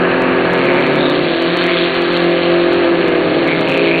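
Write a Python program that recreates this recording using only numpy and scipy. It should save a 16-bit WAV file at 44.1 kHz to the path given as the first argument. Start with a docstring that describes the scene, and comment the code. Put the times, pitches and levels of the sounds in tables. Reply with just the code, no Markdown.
"""Three racing boats circle on a river, heard from the bank. From the start one holds a high, steady note.
In the first second and a half another opens its throttle and climbs in pitch. The third passes, loudest
just after two seconds, then falls in pitch and fades. Throughout, the exhausts rasp in time with the
firing, spray hisses in swells, and the narrow-band microphone overloads on the peaks."""
import sys
import numpy as np
from scipy.fft import rfft, irfft, next_fast_len
from scipy.io import wavfile
from scipy.ndimage import map_coordinates

SR = 44100
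rng = np.random.default_rng(int(sys.argv[2]) if len(sys.argv) > 2 else 0)


def generate_wav(signal):
    """Clip the signal to [-1, 1] and save it as 16-bit WAV at the path in sys.argv[1]."""
    frames = np.transpose(np.atleast_2d(signal))
    scaled = np.clip(frames, -1, 1) * 32767
    pcm = np.round(scaled).astype(np.int16)
    wavfile.write(sys.argv[1], SR, pcm)


N = 176400
BAND_HZ, TOP_HZ = 4630, 15800  # upper limits of the microphone's band and of the whole sound
# Midrange spectrum of the exhaust gas. Each row: frequency in Hz, relative level in dB.
EXHAUST_MIDRANGE = [(500, -17), (800, -4), (980, -4.5), (1180, -0.5), (1420, -4.5), (1680, -0.5),
                    (1900, -8), (2300, -34.5)]


def amp(db):
    """Amplitude grows tenfold for every 20 dB."""
    return 10 ** (np.asarray(db) / 20)


def unit(x):
    """Normalisation to an rms of 1."""
    return x / np.sqrt(np.mean(x ** 2) + 1e-20)


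def curves(rows):
    """Linear interpolation in time: one value per sample for each column after the first."""
    times, *columns = np.transpose(rows)
    return [np.interp(np.arange(N) / SR, times, column) for column in columns]


def wobble(rate):
    """Smooth random fluctuation: a spline through rate knots a second."""
    return map_coordinates(rng.standard_normal(2048), [np.arange(N) * rate / SR], mode="mirror")


def filtered(x, response):
    """Linear filtering: the spectrum of x is multiplied by a frequency response."""
    size = next_fast_len(N + SR // 4)
    return irfft(rfft(x, size) * response(np.fft.rfftfreq(size, 1 / SR)), size)[:N]


def coloured(x, spectrum):
    """Spectral shaping by (Hz, dB) points on a logarithmic frequency axis, at an rms of 1."""
    freqs, db = np.transpose(spectrum)
    return unit(filtered(x, lambda hz: amp(np.interp(np.log(hz + 1), np.log(freqs), db))))


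def noise(spectrum, gate=1):
    """Source and filter: white noise is modulated by the gate, then coloured."""
    return coloured(gate * rng.standard_normal(N), spectrum)


def diffuse_roar():
    """Low random noise has a continuous spectrum, heard as a roar without pitch."""
    # Each row: frequency in Hz, relative level in dB.
    spectrum = [(20, -18.5), (60, -20.5), (105, -8), (150, -3.5), (220, -0.5), (300, -2.5), (450, 0.5),
                (650, -2.5), (800, -3.5), (1600, -40.5)]
    # Each row: time in seconds, mean level in dB.
    levels = [(0, -25.5), (.9, -25.5), (1.6, -28.5), (2.7, -27.5), (3.3, -22), (4, -24)]
    return amp(curves(levels)[0] + 0.7 * wobble(8)) * noise(spectrum)


def spray(gate):
    """Band-pass noise swells under Gaussian envelopes, chopped as the propellers throw water."""
    # Each row: peak time and half length in seconds, centre and half width in Hz, peak level in dB.
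    swells = [(.76, .22, 2280, 340, -21), (1.07, .09, 3680, 250, -27.5), (1.68, .11, 2150, 320, -22.5),
              (1.8, .09, 3400, 460, -22.5), (2.42, .15, 3000, 350, -30), (3.51, .045, 2220, 240, -17.5),
              (3.75, .09, 2570, 320, -20.3), (3.93, .13, 2420, 280, -20)]
    t, out = np.arange(N) / SR, np.zeros(N)
    for peak_s, half_length, centre, half_width, db in swells:
        chopped = gate * rng.standard_normal(N)
        hiss = unit(filtered(chopped, lambda hz: 1 / (1 + ((hz - centre) / half_width) ** 2)))
        out += amp(db) * np.exp(-((t - peak_s) / half_length) ** 2) * hiss
    return out


def puffs(cycles, count, decay, scatter_db=2.2):
    """Exponential decay: count uneven gas puffs a cycle, with decay a fraction of their period."""
    elapsed = count * cycles
    size = amp(scatter_db * rng.standard_normal(4096))[elapsed.astype(int)]
    return unit(size * np.exp(-(elapsed % 1) / decay))


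def exhaust_rasp(gate):
    """Amplitude modulation: the puffs chop three bands of gas noise, the treble most deeply."""
    # Each row: time in seconds, then relative levels in dB of the middle, upper and treble bands.
    levels = [(0, -16, -22, -36.5), (.38, -18, -22.5, -37), (.8, -17.5, -23.5, -31), (1.1, -20.5, -24, -32),
              (1.35, -25, -25, -28), (1.62, -20, -24, -26.5), (1.8, -23.5, -20, -30),
              (2.1, -20, -23.5, -27), (2.36, -22.5, -22.5, -30), (2.75, -20, -23.5, -29),
              (3.15, -21, -24, -32.5), (4, -25, -28.5, -32.5)]
    # Spectra of the two higher bands. Each row: frequency in Hz, relative level in dB.
    upper_band = [(1500, -33.5), (1950, -5.5), (2150, -4.5), (2500, -3.5), (2950, -8.5), (3500, -26)]
    treble_band = [(2400, -26), (3000, 4), (3600, 1.5), (4300, 1), (4700, -11)]
    middle_db, upper_db, treble_db = curves(levels)
    middle = amp(middle_db - 3.0 + 0.36 * wobble(15)) * noise(EXHAUST_MIDRANGE, gate + 4.6)
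    upper = amp(upper_db - 2.0 + 0.45 * wobble(14)) * noise(upper_band, gate + 2.1)
    treble = amp(treble_db + 2.13 + 1.6 * wobble(24.91)) * noise(treble_band, gate + 0.16)
    return middle + upper + treble


def pressure_spikes(cycles, count, jitter_s=.00005, scatter_db=2.2):
    """A quasi-periodic impulse train: count spikes a cycle, slightly uneven in time and size."""
    at = np.flatnonzero(np.diff(np.floor(count * cycles)))
    late, size = rng.standard_normal((2048, 2))[:len(at)].T
    at = np.clip(np.round(at + jitter_s * SR * late), 0, N - 1).astype(int)
    return np.bincount(at, amp(scatter_db * size), N)


def exhaust_cracks(steady, chasing):
    """Impulse excitation: filtered pressure spikes give two of the exhausts a sharp bark."""
    # Each row: time in seconds, level of the steady boat in dB, level of the chasing boat in dB.
    levels = [(0, -34, -41), (.8, -32, -39.5), (1.3, -32.5, -22.5), (1.65, -26, -23), (2.4, -31, -30),
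              (3.2, -38, -36), (3.6, -36.5, -21), (4, -39, -28.5)]
    # Spectrum of the chasing boat's cracks. Each row: frequency in Hz, relative level in dB.
    spectrum = [(400, -22.5), (800, -11), (1600, -0.5), (2600, -1.5), (4600, -9.5)]
    steady_db, chasing_db = curves(levels)
    return (amp(steady_db) * coloured(pressure_spikes(steady, count=1), EXHAUST_MIDRANGE)
            + amp(chasing_db) * coloured(pressure_spikes(chasing, count=4), spectrum))


def engine_cycles(firing_hz, firings_per_cycle, speed_wander=.0015):
    """Phase is the integral of frequency: the firing rate accumulates into engine cycles."""
    hz, = curves(firing_hz)
    return np.cumsum(hz * (1 + speed_wander * wobble(20))) / SR / firings_per_cycle + rng.random()


def exhaust_note(cycles, orders, gains, turn_s, turn_length_s=.98, flutter_db=2.1, wander_rad=.15):
    """Directivity: the harmonics shift in balance as the boat turns, and each flutters over the water."""
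    turned = .5 + .5 * np.tanh((np.arange(N) / SR - turn_s) / turn_length_s)
    out = np.zeros(N)
    for order, before, after in orders:
        phase = 2 * np.pi * (round(order) * cycles + rng.random()) + wander_rad * wobble(10)
        db = before + (after - before) * turned + flutter_db * wobble(10)
        out += amp(db) * np.sin(phase)
    return np.sqrt(2) * amp(curves(gains)[0]) * out


def engine_notes(steady, passing, chasing):
    """Periodic firing gives each boat a harmonic series built on its engine cycle."""
    # Partials. Each row: multiple of the cycle rate, relative levels in dB before and after the turn.
    steady_orders = [(2, -23, -29), (3, -23.5, -22.5), (4, -40.5, -28), (5, -28, -33), (7, -29.5, -36),
                     (9, -34.5, -42.5), (13, -32, -39.5), (16, -44, -38.5)]
    passing_orders = [(2, -54, -46.5), (4, -27, -31.5), (7, -26.5, -30.5), (8, -21, -18), (9, -29, -36),
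                      (11, -25, -34.5), (12, -24.5, -25), (13, -28.5, -32), (15, -33.5, -30.5),
                      (16, -35.5, -36), (17, -33, -35.5)]
    chasing_orders = [(4, -28.5, -26), (6, -26.5, -37), (7, -33.5, -33), (8, -23.5, -19.5), (11, -38, -27),
                      (12, -33, -24.5), (13, -27.5, -46), (15, -35, -25), (16, -25, -34)]
    # Rise and fall of each note. Each row: time in seconds, gain in dB.
    steady_gains = [(0, -.5), (1, .5), (1.7, -4.5), (2.4, -1), (3.4, 0), (4, .7)]
    passing_gains = [(0, 0), (.8, .5), (1.4, -.5), (1.65, -6.5), (2.08, -2.5), (2.25, 4), (2.85, 2),
                     (3.3, -3.8), (4, -11)]
    chasing_gains = [(0, -10), (.5, -5), (1.1, 0), (1.35, -6), (1.6, 0), (2.0, -1), (2.2, -12), (2.75, -11),
                     (3.1, -.5), (3.6, -3.2), (4, -1.2)]
    return (exhaust_note(steady, steady_orders, steady_gains, turn_s=1)
            + exhaust_note(passing, passing_orders, passing_gains, turn_s=1.46)
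            + exhaust_note(chasing, chasing_orders, chasing_gains, turn_s=1.41))


def scene():
    """Superposition: the engines' notes, cracks and rasp add to the spray and the roar."""
    # Engine speeds. Each row: time in seconds, firing rate in Hz.
    steady_hz = [(0.0, 384.4), (0.12, 388.4), (1.15, 390.5), (1.35, 385.2), (2.0, 390.4), (2.65, 393.9),
                 (2.9, 391.3), (3.2, 397.1), (4.0, 405.5)]
    passing_hz = [(0.0, 351.1), (0.5, 350), (0.8, 355.7), (1.2, 353.1), (1.38, 335.8), (1.7, 336.7),
                  (2.05, 345.9), (2.45, 344.8), (2.75, 347), (2.98, 337.6), (3.25, 310.7), (3.55, 298.6),
                  (3.78, 281.9), (4.0, 275.3)]
    chasing_hz = [(0.0, 250), (0.5, 258.3), (0.9, 292.2), (1.22, 293.9), (1.38, 333.4), (1.55, 354),
                  (1.85, 347.9), (2.45, 346.7), (2.85, 347.9), (3.14, 354), (3.3, 344.5), (3.56, 333.5),
                  (3.8, 337.8), (4.0, 336.8)]
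    steady = engine_cycles(steady_hz, firings_per_cycle=3)
    passing = engine_cycles(passing_hz, firings_per_cycle=8)
    chasing = engine_cycles(chasing_hz, firings_per_cycle=8)
    engines = engine_notes(steady, passing, chasing) + exhaust_cracks(steady, chasing)
    chasing_puffs = puffs(chasing, count=4, decay=0.13)
    steady_puffs = 1.4 * puffs(steady, count=1, decay=0.46)
    passing_puffs = 0.85 * puffs(passing, count=4, decay=0.29)
    gate = unit(np.sqrt(steady_puffs ** 2 + passing_puffs ** 2 + chasing_puffs ** 2))  # powers add
    return (engines + exhaust_rasp(gate) + spray(chasing_puffs + 0.37) + diffuse_roar())[None]


def treble_clicks(spikes, corner_hz):
    """Band-limited impulses: clicks above the engines' band, dulled beyond a corner frequency."""
    def response(hz):
        return (hz > BAND_HZ) * (hz < TOP_HZ) / (1 + (hz / corner_hz) ** 3)
    return filtered(spikes, response) / response(np.fft.rfftfreq(N, 1 / SR)).mean()  # peaks keep height


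def overload_ticks(crackle_db=-40.5, scatter_db=3, spread_s=.08):
    """Overload transients: ticks at set times, each amid a random cluster of fainter, brighter crackle."""
    # Each row: time in seconds, relative peak level in dB.
    ticks = [(0.2208, -28.5), (0.5348, -27.5), (0.5806, -36.5), (0.6547, -34), (0.7422, -35.5),
             (0.8061, -34.5), (0.8681, -33.5), (0.9585, -31.5), (1.1005, -28.5), (1.4236, -29.5),
             (1.5713, -25), (1.6404, -29.5), (1.6671, -27), (1.947, -36.5), (2.0208, -32), (2.135, -36.5),
             (2.174, -30.5), (2.7332, -32.5), (3.083, -32), (3.4775, -31.5), (3.6102, -29.5), (3.687, -30),
             (3.698, -27.5), (3.717, -29.5), (3.742, -32), (3.7764, -27.5), (3.9844, -35.5)]
    times, db = np.transpose(ticks)
    loud = np.bincount((times * SR).astype(int), amp(db + 3.5), N)
    centres = np.tile(times, 4)
    late, size = rng.standard_normal((len(centres), 2)).T
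    at = ((centres + spread_s * late) * SR).astype(int) % N
    faint = np.bincount(at, amp(crackle_db + scatter_db * size), N)
    return treble_clicks(loud, corner_hz=7600) + treble_clicks(faint, corner_hz=12800)


def record(dry, asymmetry=.12, ceiling=.79, hiss_db=-84):
    """Nonlinear distortion: the narrow-band microphone saturates unevenly; ticks and hiss are added."""
    x = dry[0] + asymmetry * filtered(dry[0] ** 2, lambda hz: hz / (hz + 300))
    x = x / (1 + np.abs(x / ceiling) ** 6) ** (1 / 6)  # soft clipping
    x = filtered(x, lambda hz: np.clip((BAND_HZ + 60 - hz) / 160, 0, 1) ** 2)
    x = x + overload_ticks() + amp(hiss_db) * rng.standard_normal(N)
    return filtered(x, lambda hz: hz < TOP_HZ)[None]


dry = scene()
out = record(dry)
generate_wav(out)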